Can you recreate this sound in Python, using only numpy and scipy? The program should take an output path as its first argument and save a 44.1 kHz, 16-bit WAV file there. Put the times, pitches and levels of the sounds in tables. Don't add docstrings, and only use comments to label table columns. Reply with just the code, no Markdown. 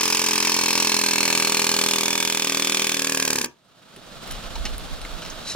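import sys
import numpy as np
from scipy import signal
from scipy.fft import rfft, irfft
from scipy.io import wavfile
from scipy.ndimage import uniform_filter1d

SR = 44100
rng = np.random.default_rng(int(sys.argv[2]) if len(sys.argv) > 2 else 0)


def transcribe(u):
    v = np.clip(np.atleast_2d(u).T, -1, 1)
    q = np.round(v * 32767).astype(np.int16)
    wavfile.write(sys.argv[1], SR, q)


def boost(x):
    u = np.asarray(x, float) / 20
    return 10 ** u


N = 244755
TIME = np.arange(N) / SR

# time_s, air_pressure_db, lean_on_chisel_db, liner_split (0-1)
FORCE = [(0, -32, -30, 0.08), (.5, -32, -27, 0.15), (1.2, -31.5, -26, .2), (1.75, -30.5, -28.5, 0.26),
         (2.05, -32, -28.5, 0.2), (2.3, -34, -29, 0.4), (2.8, -33, -28, 0.5), (2.97, -34.5, -30.5, 1),
         (3.2, -32, -30.5, 0.97), (3.33, -30.5, -31, 0.86), (3.44, -33.5, -33.5, 0.85)]
# pitch_hz, width_hz, level_db
LINER = [(1620, 190, 0)]


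def evened(x):
    return x / np.sqrt(np.mean(x ** 2) + 1e-20)


def curve(rows, column):
    return np.interp(TIME, [r[0] for r in rows], [r[column] for r in rows])


def coloured(x, points):
    f, db = np.transpose(points)
    hz = abs(np.fft.fftfreq(4096, 1 / SR))
    gain_db = np.interp(np.log(hz + 1), np.log(f), db)
    log_gain = np.log(boost(np.maximum(gain_db, -90)))
    taps = np.fft.ifft(np.exp(np.conj(signal.hilbert(log_gain)))).real[:2048]
    return signal.oaconvolve(x, taps.reshape((1,) * (x.ndim - 1) + (-1,)), axes=-1)[..., :N]


def low_cut(x, hz):
    return signal.sosfilt(signal.butter(2, hz, "high", fs=SR, output="sos"), x)


def ring(x, modes):
    out = np.zeros(len(x))
    for hz, width_hz, db in modes:
        r, w = np.exp(-np.pi * width_hz / SR), 2 * np.pi * hz / SR
        out += boost(db) * signal.lfilter([0, r * np.sin(w)], [1, -2 * r * np.cos(w), r * r], x)
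    return out


def drooping_ring(x, modes, pitch):
    out = np.zeros(len(x))
    for hz, width_hz, db in modes:
        turn = np.exp(2j * np.pi * np.cumsum(hz * pitch) / SR)
        decayed = signal.lfilter([1], [1, -np.exp(-np.pi * width_hz / SR)], x / turn)
        out += boost(db) * (turn * decayed).imag
    return out


def clicks(seconds, sizes):
    at, out = np.clip(seconds * SR, 0, N - 2), np.zeros(N)
    np.add.at(out, at.astype(int), sizes * (1 - at % 1))
    np.add.at(out, at.astype(int) + 1, sizes * (at % 1))
    return out


def humps(train, width_ms):
    hump = np.exp(-.5 * (np.arange(-40, 41) / SR * 1000 / width_ms) ** 2)
    return signal.oaconvolve(train, hump, "same")


def since(at):
    return TIME - np.r_[-9, at][np.searchsorted(at, TIME, "right")]


def ports(x, lag_s):
    hz = np.fft.rfftfreq(N + 45, 1 / SR)
    later = rfft(x, N + 45) * np.exp(-2j * np.pi * hz * lag_s)
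    return np.array([x, irfft(later, N + 45)[:N]])


def stroke_times():
    # stroke_number, cycle_ms
    pace = [(0, 22.983), (29, 23.432), (40, 23.759), (64, 24.411), (80, 24.299), (83, 24.608), (87, 24.044),
            (101, 24.494), (104, 25.245), (118, 24.494), (125, 25.553), (129, 25.352), (139, 26.984),
            (141, 30.191)]
    first_pop_s, jitter_s = .00848, .0001
    stroke, cycle_ms = np.transpose(pace)
    cycles = np.interp(np.arange(stroke[-1] + 1), stroke, cycle_ms) / 1000
    steady = first_pop_s - cycles[0] + np.r_[0, np.cumsum(cycles)]
    return steady + jitter_s * rng.standard_normal(len(cycles) + 1)


def return_times(at):
    slow = np.diff(at, prepend=2 * at[0] - at[1]) - .0243
    return at + .0113 + 0.67 * slow + 77.0 * slow ** 2


def slower_s(at):
    return .3 * (np.gradient(at) - .024)


def pops(at):
    # delay_ms, signed_gain
    echoes = [(0, 1.5), (.5, -.25), (1.45, -.95), (2.9, .28), (3.2, .15), (4.2, .42), (6.0, -.24),
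              (9.4, .2)]
    # pitch_hz, width_hz, level_db
    port_modes = [(983, 104, -11), (1150, 150, -4.5)]
    # pitch_hz, width_hz, level_db
    block = [(84.4, 30, -28), (179, 21.5, -40), (211, 33, -32.5), (294.3, 24.7, -30.5), (407, 47, -29.5),
             (526, 203, -18.5)]
    size = boost(.7 * rng.standard_normal((len(at), 2)))
    back = clicks(return_times(at) + .00008 * rng.standard_normal(len(at)), size[:, 1])
    out = humps(clicks(at, size[:, 0]), width_ms=.11)
    puff = out - 0.48 * humps(back, width_ms=0.093)
    blow_s = at + 0.00393 + 0.0003 * rng.standard_normal(len(at))
    thud = clicks(blow_s, 0.71 * rng.standard_normal(len(at)))
    pace = uniform_filter1d(np.interp(TIME, at, .024 / np.gradient(at)), 3000)
    droop = pace ** 0.72
    delay_ms, gain = np.array(echoes).T
    pattern = clicks(delay_ms / 1000, gain)[:600]
    body = evened(signal.oaconvolve(puff, pattern)[:N] + drooping_ring(puff, block, droop))
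    port = evened(np.gradient(ring(out + thud, port_modes)))
    raised_port = evened(np.gradient(ring(out, LINER)))
    split = curve(FORCE, column=3)
    both = body + boost(-1.5 - 14 * split) * port + boost(-23 + 19.3 * split) * raised_port
    return low_cut(low_cut(boost(curve(FORCE, column=1)) * both, 175.), 60.)


def steel(at):
    # pitch_hz, width_hz,
    # level_db, from_s, to_s
    steel_modes = [(2330, 100, 0, -1, 1.3), (2630, 75, 3, -1, 1.6), (3250, 50, -7, -1, 1.0),
                   (5090, 140, -4, -1, 1.0), (5285, 40, 2, -1, 1.1), (5670, 70, 4, -1, 1.0),
                   (5890, 50, -1, -1, 1.3), (6610, 80, -7, -1, 1.0), (4610, 80, -5, .3, 1.1),
                   (4292, 60, 4, .45, 1.1), (4248, 60, 5, 1.05, 1.95), (8100, 250, -12, .5, 1.9),
                   (2440, 200, 2, 1.2, 4), (4520, 120, -4, 1.1, 1.9), (3000, 60, -3, 1.3, 2.2),
               (3490, 75, 2, 1.8, 3.1), (2590, 90, -1, 2.2, 3.4), (3200, 60, -4, 2.2, 4),
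               (3800, 400, -8, 1.3, 2.95), (4260, 100, -5, 2.1, 2.95), (5100, 370, -9, 2.1, 4),
               (6200, 280, -2, 3.25, 4)]
    # time_s, level_db
    rattle = [(0, 17.5), (1.0, 10.5), (1.8, 15.5), (2.3, 11), (2.9, 12.5), (3.45, 6)]
    # pitch_hz, level_db per Hz
    crack_colour = [(1000, -51), (1450, 11), (1900, -3.5), (2400, 6), (3900, -4.5), (5500, 1.5),
                    (7000, -2.5), (9000, -8), (16000, -17.5)]
    travel_s, contact_ms = .0021, 13.6
    luck = rng.standard_normal((len(at), 4))
    blow = at + travel_s + slower_s(at) + .00006 * luck[:, 0]
    age_ms = 1000 * since(blow)
    latest = np.maximum(np.searchsorted(blow, TIME, "right") - 1, 0)
    strength = boost(.7 * luck[:, 1])[latest]
    loose = rng.standard_normal(N) * boost(2.0 * np.minimum(rng.exponential(1, N), 3)) * (rng.random(N) < .3)
    rebound = np.exp(-((age_ms - 4.6) / .8) ** 2)
    crush = np.clip(age_ms / .4, 0, 1) * np.exp(-(age_ms / 1.7) ** 2)
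    contact = np.exp(-age_ms / 20.0 - (age_ms / contact_ms) ** 4) * (1 - crush)
    chatter = boost(curve(rattle, 1)) * (contact + .5 * rebound) + 0.52 * (age_ms < 24)
    grind = loose * strength * (crush + chatter)
    knock = clicks(blow + .0003, boost(.8 * luck[:, 2]))
    clean = evened(knock) + .5 * evened(grind)
    rings = np.zeros(N)
    for hz, width_hz, db, start, end in steel_modes:
        fade_in = np.clip((TIME - start) / .3 + .5, 0, 1)
        fade_out = np.clip((end - TIME) / .3 + .5, 0, 1)
        rings += width_hz * ring(clean * fade_in * fade_out, [(hz, width_hz, db)])
    liner_db = curve(FORCE, column=1) - 9 + 6.5 * curve(FORCE, column=3)
    liner = boost(liner_db) * evened(ring(clean, LINER))
    crack = coloured(5.5 * knock + .5 * grind, crack_colour)
    chisel = evened(evened(rings) + evened(crack))
    return low_cut(liner + boost(curve(FORCE, column=2) + 1.5) * chisel, 1100.)


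def escaping_air(at):
    # pitch_hz, level_db per Hz
    air_colour = [(45, -19), (1500, -10), (3000, -6), (4500, 0.5), (8000, 1), (12500, -8), (15800, -16),
                  (17000, -35)]
    out_ms = 1000 * since(at - .0003 + slower_s(at))
    back_ms = 1000 * since(return_times(at) - .0012)
    swell = np.exp(-abs(out_ms - 3.1) / np.where(out_ms < 3.1, 2.6, 1.6)) * np.clip(out_ms / .5, 0, 1)
    back = .4 * np.clip(back_ms / 1.2, 0, 1) * np.exp(-np.maximum(back_ms - 1.2, 0) / 3.5)
    leak = 0.09 * (TIME < at[-1] + .02)
    shared = ports(rng.standard_normal(N), 5.5e-5)
    hiss = coloured(shared + 0.57 * rng.standard_normal((2, N)), air_colour)
    thin = 0.43 * np.diff(hiss, prepend=0)
    level_db = -26.5 + 0.74 * (curve(FORCE, column=1) + 32.5)
    return boost(level_db) * evened((swell + leak) * hiss + back * thin)


def clinks():
    # time_s, peak_db, ring_pitch_hz, t60_s, chisel_ring_db
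    knocks = [(3.821, -49, 3100, .06, 0), (3.962, -30, 10600, 0.02, -3), (3.967, -41.5, 373, 0.075, -27),
              (4.275, -22, 13000, .025, -6), (4.306, -28.5, 3220, 0.23, 12), (4.311, -19, 12400, 0.03, -31),
              (4.322, -22, 10100, 0.016, -20), (4.506, -36, 9000, .02, 2), (4.5557, -21, 920, 0.05, 4),
              (4.639, -36, 227, 0.069, -26), (4.6535, -16.5, 3140, 0.079, 29),
              (4.781, -17.5, 11700, 0.015, -15), (4.937, -33, 8600, .02, -1), (5.015, -27, 9000, 0.033, 2),
              (5.0502, -25.5, 2120, 0.025, -5), (5.22, -24, 1660, 0.18, 7), (5.2505, -25, 1410, 0.031, 19),
              (5.261, -25.5, 3700, 0.044, 14), (5.295, -30, 9000, .02, -13), (5.3, -24, 6150, 0.059, -23)]
    # pitch_hz, width_hz, level_db
    chisel = [(1420, 160, -29), (2670, 350, -16.5), (2980, 220, -4.5), (4100, 440, 0), (5240, 1500, 7),
              (7600, 3300, -13)]
    out, t = np.zeros(N), np.arange(5000) / SR
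    for s, db, hz, t60, chisel_db in knocks:
        grit = rng.standard_normal(len(t)) * boost(-60 * t / t60) + 4.1 * (t == 0)
        knock = evened(ring(grit, [(hz, 0.12 * hz, 0)])) + boost(chisel_db) * evened(ring(grit, chisel))
        tick = boost(-3.0) * min(hz / 1000, 1) * np.diff(grit, prepend=0) * np.exp(-1000 * t / 1.5) / 3
        out[round(s * SR):][:len(t)] += boost(db + 1.5) * (knock / abs(knock).max() + tick)
    return out


def trigger():
    # pitch_hz, level_db per Hz
    leak_colour = [(1760, -18.5), (3000, -14), (3490, -25), (3940, 1), (4250, -9.5), (6120, -10.5),
                   (7370, -14.5), (12000, -22), (15600, -67), (22000, -120)]
    # time_s, height
    restart = (5.5497, .13)
    open_s, hold_s = 5.486, 0.035
    rise_db = np.minimum(380.0 * (TIME - open_s), 0)
    choke_db = 550.0 * (open_s + hold_s - TIME)
    level_db = -29 + np.minimum(rise_db, choke_db)
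    hiss = evened(coloured(rng.standard_normal(N), leak_colour)) * boost(np.maximum(level_db, -150))
    return hiss + restart[1] * humps(clicks(np.array(restart[:1]), 0.95), width_ms=0.15)


def ground_dip(x):
    # pitch_hz, width_hz, depth (0-1)
    dip = (1415, 460, 0.87)
    hz, width_hz, depth = dip
    return x - depth * signal.lfilter(*signal.iirpeak(hz, hz / width_hz, fs=SR), x)


def yard_echo(x):
    t, out = np.arange(10000) / SR, np.zeros((2, N))
    bass = signal.lfilter(*signal.butter(1, 1100., fs=SR), x)
    for k in range(3):
        taps = rng.standard_normal((2, len(t))) * (rng.random((2, len(t))) < .05)
        low = signal.lfilter(*signal.butter(2, 1500., fs=SR), taps)
        taps = taps - low + (low + 0.37 * low[::-1]) / 1.06
        low = (low + 0.27 * low[::-1]) / 0.71
        tail = low * boost(-60 * t / .24) + (taps - low) * boost(-60 * t / .19)
        tail = tail * (t > .004)
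        blend = np.sqrt(2 / 3) * np.cos(2 * np.pi * (1.3 * TIME + k / 3))
        sent = (x - bass) * blend + bass * (k == 0)
        out += signal.fftconvolve(sent[None], tail / np.linalg.norm(tail[0]), axes=1)[:, :N]
    return out


def mic_gain_db():
    duck_db, recover_s, recover_db_per_s, knee_s = -24, 3.59, 37, 0.049
    climb = np.clip(duck_db + recover_db_per_s * (TIME - recover_s), duck_db, 0)
    return uniform_filter1d(climb, int(knee_s * SR) + 1)


def gusting():
    # time_s, peak_db, half_length_s
    gusts = [(4.184, -46, 0.038), (4.334, -35.5, .04), (4.48, -41, 0.04), (4.612, -31, 0.07),
             (4.736, -32, .05), (4.834, -36, .03), (4.93, -33, 0.028), (5.046, -39, 0.061),
             (5.14, -34.5, 0.028), (5.303, -42, 0.11), (5.47, -48, .04)]
    breeze_db, from_s = -57, 3.95
    power = boost(breeze_db) ** 2 * np.clip((TIME - from_s) / 0.055 + .5, .001, 1)
    for s, db, half_s in gusts:
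        power = power + boost(db) ** 2 * np.exp(-((TIME - s) / half_s) ** 2)
    return np.sqrt(power)


def wind():
    lumps = boost(1.5 * evened(uniform_filter1d(rng.standard_normal((2, N)), 3000)))
    raw = rng.standard_normal((3, N))
    buffet = coloured(raw[:2] + 0.18 * raw[2],
                      [(12, -16), (28, 0.5), (60, -14.0), (130, -35), (300, -42), (900, -75)])
    return gusting() * boost(mic_gain_db() / 2 + [[1.5], [4.0]]) * evened(lumps * buffet)


def yard():
    # pitch_hz, level_db per Hz
    wash_colour = [(53, -13), (90, -7), (169, -0.5), (400, -8.5), (446, -6.5), (644, -4), (1010, -10.5),
                   (1290, -5.5), (2030, -15), (3710, -9.5), (6110, -19), (6950, -19), (15800, -29)]
    own, shared = rng.standard_normal((2, N)), ports(rng.standard_normal(N), 4e-5)
    flicker = boost(1.26 * evened(uniform_filter1d(rng.standard_normal(N), 900)))
    wash = evened(coloured(0.96 * own + shared, wash_colour))
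    return boost(-40.5 + mic_gain_db() + [[1.9], [3.9]]) * flicker * wash


def scene():
    at = stroke_times()
    puffs, metal = ground_dip(pops(at)), ground_dip(steel(at))
    small = clinks() + trigger()
    direct = ports(puffs + metal, 5.5e-5) + escaping_air(at) + ports(small, 4e-5)
    echo = yard_echo(boost(-8.0) * puffs + boost(-7.0) * metal + boost(-17.0) * small)
    return (direct + echo + yard() + wind()) * boost([[-.3], [.3]])


def top_cut(x):
    return signal.sosfilt(signal.butter(12, 15860, fs=SR, output="sos"), x)


def record(dry):
    cut = signal.lfilter(*signal.butter(1, 15., "high", fs=SR), dry)
    limited = .8 * np.tanh(cut / .8)
    edge = signal.firwin(255, 16000, window=("kaiser", 8), fs=SR)
    mix = signal.oaconvolve(limited, edge[None], "same")
    return top_cut(mix)


dry = scene()
out = record(dry)
transcribe(out)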